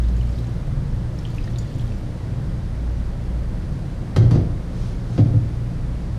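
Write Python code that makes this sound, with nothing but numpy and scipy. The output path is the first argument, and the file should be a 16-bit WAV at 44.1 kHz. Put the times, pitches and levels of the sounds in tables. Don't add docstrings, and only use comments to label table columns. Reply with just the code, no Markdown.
import sys
import numpy as np
from scipy import signal
from scipy.fft import rfft, irfft, next_fast_len
from scipy.io import wavfile
from scipy.ndimage import uniform_filter1d, minimum_filter1d, map_coordinates

SR = 44100
rng = np.random.default_rng(int(sys.argv[2]) if len(sys.argv) > 2 else 0)


def transcribe(signal):
    frames = np.atleast_2d(signal).T
    limited = np.clip(frames, -1, 1)
    pcm = np.round(limited * 32767).astype(np.int16)
    wavfile.write(sys.argv[1], SR, pcm)


N = 272538

# pitch_hz, level_db (rms), waver_db (per unit of wobble)
HUM_TONES = [(32.3, -36.5, 3.5), (139.4, -36.5, 4), (175.9, -40, -2.5), (240.4, -48.5, 4.5)]
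# pitch_hz, level_db (rms)
WHINE_TONES = [(4720, -76), (8323, -79)]
# centre_s, level_db, half_width_s
DRONE_SWELLS = [(.03, -19.5, 0.13), (.24, -24, .17), (2.92, -24.5, 0.13), (3.35, -25, 0.091),
                (4.38, -28, 0.15)]
# time_s, gain_db
THROB_GAIN = [(0, 1.5), (.9, 0), (1.7, 1.5), (2.5, -2.5), (3.35, -2.5), (3.7, -9), (4.2, 0), (6.18, -2)]
# frequency_hz, relative_level_db (per Hz)
AIR_SPECTRUM = [(60, -30), (200, -7), (310, 0.5), (400, -6.5), (540, -6), (800, -13.5), (1300, -18),
                (1900, -20.5), (2600, -26.5), (4700, -29), (6200, -33), (7400, -36.5), (10000, -38),
                (11500, -44.5), (14000, -48), (15200, -57)]
# frequency_hz, relative_level_db (per Hz)
RUMBLE_SPECTRUM = [(12, -15.5), (28, 10.5), (45, 5.5), (70, 0), (92, 5), (125, 0), (190, -3.5),
                   (260, -12.5), (400, -28), (900, -100)]
# frequency_hz, t60_s
KITCHEN_DECAY = [(100, 0.47), (400, 0.78), (1500, 0.38), (5000, 0.35), (12000, 0.15)]

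# start_s, click_db, knock_db, boom_db, treble_edge_hz, favoured_mode_hz
DOOR_KNOCKS = [(4.162, -24.5, -15.5, -11.5, 14000, 115), (4.310, -30.5, -19.5, -16.5, 14500, 190),
               (4.352, -38.5, -21, -17.5, 7000, 316), (5.178, -33.5, -19, -10, 4530, 278),
               (5.336, -62, -47, -20, 3000, 108)]
# frequency_hz, relative_level_db, t60_s
PANEL_MODES = [(86.9, -6, 0.95), (100.1, 2, 0.42), (116.88, 0, 0.62), (153, -4, 0.75), (181.7, -13.5, 0.65),
               (227, -10.5, 0.29), (286, -13, 0.49), (357, -18, 0.38), (504, -15, 0.18), (594, -27, 0.25),
               (696, -46, 0.2), (825, -36.5, 0.39)]
# fastest_s, level_db, half_width_s
DOOR_SLIDES = [(4.84, -50, 0.12), (5.17, -51, 0.1)]
# frequency_hz, relative_level_db (per Hz)
WOOD_SPECTRUM = [(30, -47), (70, -25), (130, 8.5), (300, 7.5), (520, -6.5), (700, -8), (1100, -35),
                 (2000, -30.5), (5000, -38), (12000, -90)]
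# frequency_hz, relative_level_db (per Hz)
CLICK_SPECTRUM = [(400, 5.5), (1000, 11.5), (2000, 4.5), (2650, -3), (3300, 3), (4450, -3.5), (4720, 5.5),
                  (5100, -6), (5850, -2), (6700, -7.5), (7500, -11.5), (10000, -11.5), (15000, -35)]
# frequency_hz, relative_level_db (per Hz)
RUB_SPECTRUM = [(200, -26), (700, 10), (1600, 0), (2500, -1), (4000, 2), (6300, -0.5), (7500, -8),
                (10000, -11), (15000, -32)]

# start_s, end_s, trickle_db (before a common gain in trickle() and room())
POUR_TIMES = [(0, 0.405, -53.5), (1.169, 1.87, -53.5)]
# start_s, pitch_hz, level_db (before common gains in water())
LOUD_BUBBLES = [(.210, 2920, -34), (.384, 3760, -36.5), (1.188, 5370, -34.5), (1.251, 3130, -27.5),
                (1.382, 2530, -29), (1.441, 4890, -34.5), (1.475, 1850, -31.5), (1.559, 3770, -32.5),
                (1.584, 4560, -31), (1.585, 6850, -27.5), (1.795, 3260, -33), (1.815, 3440, -40),
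                (1.919, 2580, -39)]
# start_s, level_db (before a common gain in water())
LOUD_DROPS = [(.085, -36), (.388, -34), (.669, -42), (1.19, -46.5), (1.345, -35.5), (1.501, -37.5),
              (1.586, -44), (1.757, -39), (1.808, -35)]
# frequency_hz, relative_level_db (per Hz)
TRICKLE_SPECTRUM = [(400, -40), (1200, -3), (2500, -6.5), (4200, -0.5), (6800, -4), (10000, -5.5),
                    (15000, -9.5)]
# frequency_hz, relative_level_db (per Hz)
SPRAY_SPECTRUM = [(1500, -27), (4000, 1), (8000, 0), (13500, -2), (15200, -10)]
# frequency_hz, relative_level_db (per Hz)
SLAP_SPECTRUM = [(500, -34), (1500, -3), (3500, 5), (14000, -10)]

MAINS_HZ = 60
THROB_HZ, THROB_CREST_S = 3.7, 1.03
SHAFT_DB, OCTAVE_DB, BUZZ_DB = -33.5, -32.5, -33.5

POUR_RISE_S, POUR_DRAIN_S = 0.05, 0.17
BUBBLE_T60_S, BUBBLE_REF_HZ = 0.022, 3000
BUBBLE_SHORTENS = 0.29
FAINT_PER_S, FAINT_LOW_HZ, FAINT_HIGH_HZ = 26, 3070, 7170
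FAINT_DB, FAINT_SPREAD_DB = -45.5, 1.5
SPRAY_PER_S, SPRAY_DB, SPRAY_SPREAD_DB = 22, -57.5, 3
SPRAY_T60_S, SPRAY_LINGERS_S = 0.022, 0.2

CEILING_DB, LIMIT_HOLD_S = -4.5, 0.024
TOP_HZ = 15200


def amp(db):
    return 10 ** (np.asarray(db) / 20)


def unit(x):
    return x / np.sqrt(np.mean(x ** 2) + 1e-20)


def seconds(size):
    return np.arange(size) / SR


def along(points, hz):
    f, v = np.transpose(points)
    return np.interp(np.log(hz + 1), np.log(f + 1), v)


def wobble(rate):
    return map_coordinates(rng.standard_normal(400), [seconds(N) * rate], mode="wrap")


def filtered(x, response):
    m = next_fast_len(len(x) + 8192)
    hz = np.fft.rfftfreq(m, 1 / SR)
    return irfft(rfft(x, m) * response(hz), m)[:len(x)]


def coloured(x, spectrum):
    return unit(filtered(x, lambda hz: amp(along(spectrum, hz))))


def noise(spectrum, size):
    return coloured(rng.standard_normal(size), spectrum)


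def fade(t, t60):
    return np.exp(-np.log(1000) * t / t60)


def onset(t, rise_s):
    return 1 - np.exp(-t / rise_s)


def swell(s, db, width):
    return amp(db) * np.exp(-((seconds(N) - s) / width) ** 2)


def add(track, s, sound):
    part = track[max(round(s * SR), 0):][:len(sound)]
    part += sound[:len(part)]


def room(x, wet_db):
    hz, t, z = signal.stft(rng.standard_normal(SR // 2), SR, nperseg=256)
    decay = fade(t, along(KITCHEN_DECAY, hz)[:, None])
    tail = signal.istft(z * decay, SR, nperseg=256)[1]
    tail *= onset(seconds(len(tail)), 0.0018)
    tail /= np.linalg.norm(tail)
    return x + amp(wet_db) * signal.fftconvolve(x, tail)[:N]


def tone(hz, drift, rate):
    phase = 2 * np.pi * (hz * seconds(N) + rng.random())
    return np.sqrt(2) * np.sin(phase + drift * wobble(rate))


def throb():
    t = seconds(N) - THROB_CREST_S
    buzz = amp(BUZZ_DB) * np.sin(2 * np.pi * 2 * MAINS_HZ * t)
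    octave_phase = 2 * np.pi * (2 * MAINS_HZ - THROB_HZ) * t + 0.48 * wobble(5)
    octave = amp(OCTAVE_DB + 1.2 * wobble(3.12)) * np.sin(octave_phase)
    level = amp(np.interp(seconds(N), *np.transpose(THROB_GAIN)))
    return np.sqrt(2) * (buzz + octave) * level


def hum():
    total = np.zeros(N)
    for hz, db, waver in HUM_TONES:
        wavering = amp(waver * wobble(5.1)) * tone(hz, drift=0.98, rate=7)
        total += amp(db) * unit(wavering)
    return total


def machine():
    drone = amp(SHAFT_DB + 2.8 * wobble(7)) + sum(swell(*row) for row in DRONE_SWELLS)
    shaft = drone * tone(hz=MAINS_HZ - THROB_HZ / 2, drift=0.8, rate=2.94)
    whine = sum(amp(db) * tone(hz, drift=1.0, rate=22) for hz, db in WHINE_TONES)
    rumble = amp(-27.5 + 0.59 * wobble(4.8)) * noise(RUMBLE_SPECTRUM, size=N)
    air = amp(-40 + 0.06 * wobble(5.8)) * noise(AIR_SPECTRUM, size=N)
    return shaft + throb() + hum() + whine + rumble + air


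def ring(t, favoured_hz, boost_db):
    hz, db, t60 = np.transpose(PANEL_MODES)[..., None]
    octaves_away = np.log2(hz / favoured_hz)
    strength = amp(db + boost_db * np.exp(-(octaves_away / 0.31) ** 2))
    modes = np.sin(2 * np.pi * (hz * t + rng.random(hz.shape)))
    return np.sum(strength * fade(t, t60) * modes, axis=0)


def slide():
    return sum(swell(*row) for row in DOOR_SLIDES) * noise(RUB_SPECTRUM, size=N)


def door():
    clicks, body, t = np.zeros(N), np.zeros(N), seconds(size=SR)
    for s, click_db, knock_db, boom_db, edge_hz, favoured_hz in DOOR_KNOCKS:
        crack = fade(t, 0.09) * noise(CLICK_SPECTRUM, size=len(t))
        soften = signal.butter(2, edge_hz, fs=SR)
        add(clicks, s, amp(click_db) * signal.lfilter(*soften, crack))
        knock = amp(knock_db) * fade(t, 0.41) * noise(WOOD_SPECTRUM, size=len(t))
        boom = amp(boom_db) * ring(t, favoured_hz, boost_db=5.5)
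        add(body, s + 0.002, (knock + boom) * onset(t, 0.0019))
    return room(clicks, wet_db=-3) + room(body, wet_db=-11.5) + slide()


def flow():
    t, gain = seconds(N), np.zeros(N)
    for start, end, db in POUR_TIMES:
        rise = np.minimum(t - start, 0) / POUR_RISE_S
        drain = np.maximum(t - end, 0) / POUR_DRAIN_S
        gain += amp(db) * np.exp(rise - drain)
    return gain


def scattered(rate, linger):
    rows = []
    for start, end, _ in POUR_TIMES:
        delay, share = rng.random(size=(2, 100))
        times = start + (np.arange(len(delay)) + delay) / rate
        events = zip(times, share, rng.standard_normal(len(delay)))
        rows += [row for row in events if row[0] < end + linger]
    return rows


def spray():
    strikes, t = np.zeros(N), seconds(size=2000)
    for s, _, size in scattered(SPRAY_PER_S, SPRAY_LINGERS_S):
        add(strikes, s, amp(SPRAY_DB + SPRAY_SPREAD_DB * size) * fade(t, SPRAY_T60_S))
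    return strikes * noise(SPRAY_SPECTRUM, size=N)


def bubble(hz, t60, rise):
    t = seconds(size=2600)
    phase = 2 * np.pi * hz * (t + rise * t * t / (2 * t60))
    return np.sin(phase) * fade(t, t60) * onset(t, 0.00087)


def trickle():
    fizz = np.zeros(N)
    wet_s = POUR_TIMES[-1][1] + 4 * POUR_DRAIN_S
    for when, pitch, strength in rng.random(size=(2000, 3)):
        hz = 2200 * 6 ** pitch
        gain = amp(20 * strength) * np.sqrt(hz)
        add(fizz, when * wet_s, gain * bubble(hz, 14 / hz, rise=0.069))
    return amp(-10) * flow() * coloured(fizz, TRICKLE_SPECTRUM)


def faint_bubbles():
    rows = []
    for s, pitch, deviate in scattered(FAINT_PER_S, linger=0.1):
        hz = FAINT_LOW_HZ * (FAINT_HIGH_HZ / FAINT_LOW_HZ) ** pitch
        rows.append((s, hz, FAINT_DB + FAINT_SPREAD_DB * deviate))
    return rows


def water():
    fizz, plinks, t = trickle() + spray(), np.zeros(N), seconds(size=2000)
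    for s, db in LOUD_DROPS:
        slap = fade(t, 0.023) * onset(t, 0.0017) * noise(SLAP_SPECTRUM, size=len(t))
        add(fizz, s, amp(db - 6.0) * slap)
    for s, hz, db in list(LOUD_BUBBLES) + faint_bubbles():
        t60 = BUBBLE_T60_S * (BUBBLE_REF_HZ / hz) ** BUBBLE_SHORTENS
        add(plinks, s, amp(db - 1.0) * bubble(hz, t60, rise=0.058))
        tear = [(hz / 3, -24), (hz * 0.86, -7), (hz, 0), (hz * 1.18, -10), (hz * 4, -42)]
        splash = fade(t, 0.034) * onset(t, 0.0011) * noise(tear, size=len(t))
        add(fizz, s, amp(db - 9) * splash)
    return room(fizz, wet_db=-5.0) + room(plinks, wet_db=-14)


def scene():
    return (machine() + door() + water())[None]


def limited(x):
    hold = int(LIMIT_HOLD_S * SR)
    gain = np.minimum(1, amp(CEILING_DB) / (np.abs(x) + 1e-9))
    return x * uniform_filter1d(minimum_filter1d(gain, hold), hold)


def record(dry):
    return np.array([filtered(limited(x), lambda hz: hz < TOP_HZ) for x in dry])


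dry = scene()
out = record(dry)
transcribe(out)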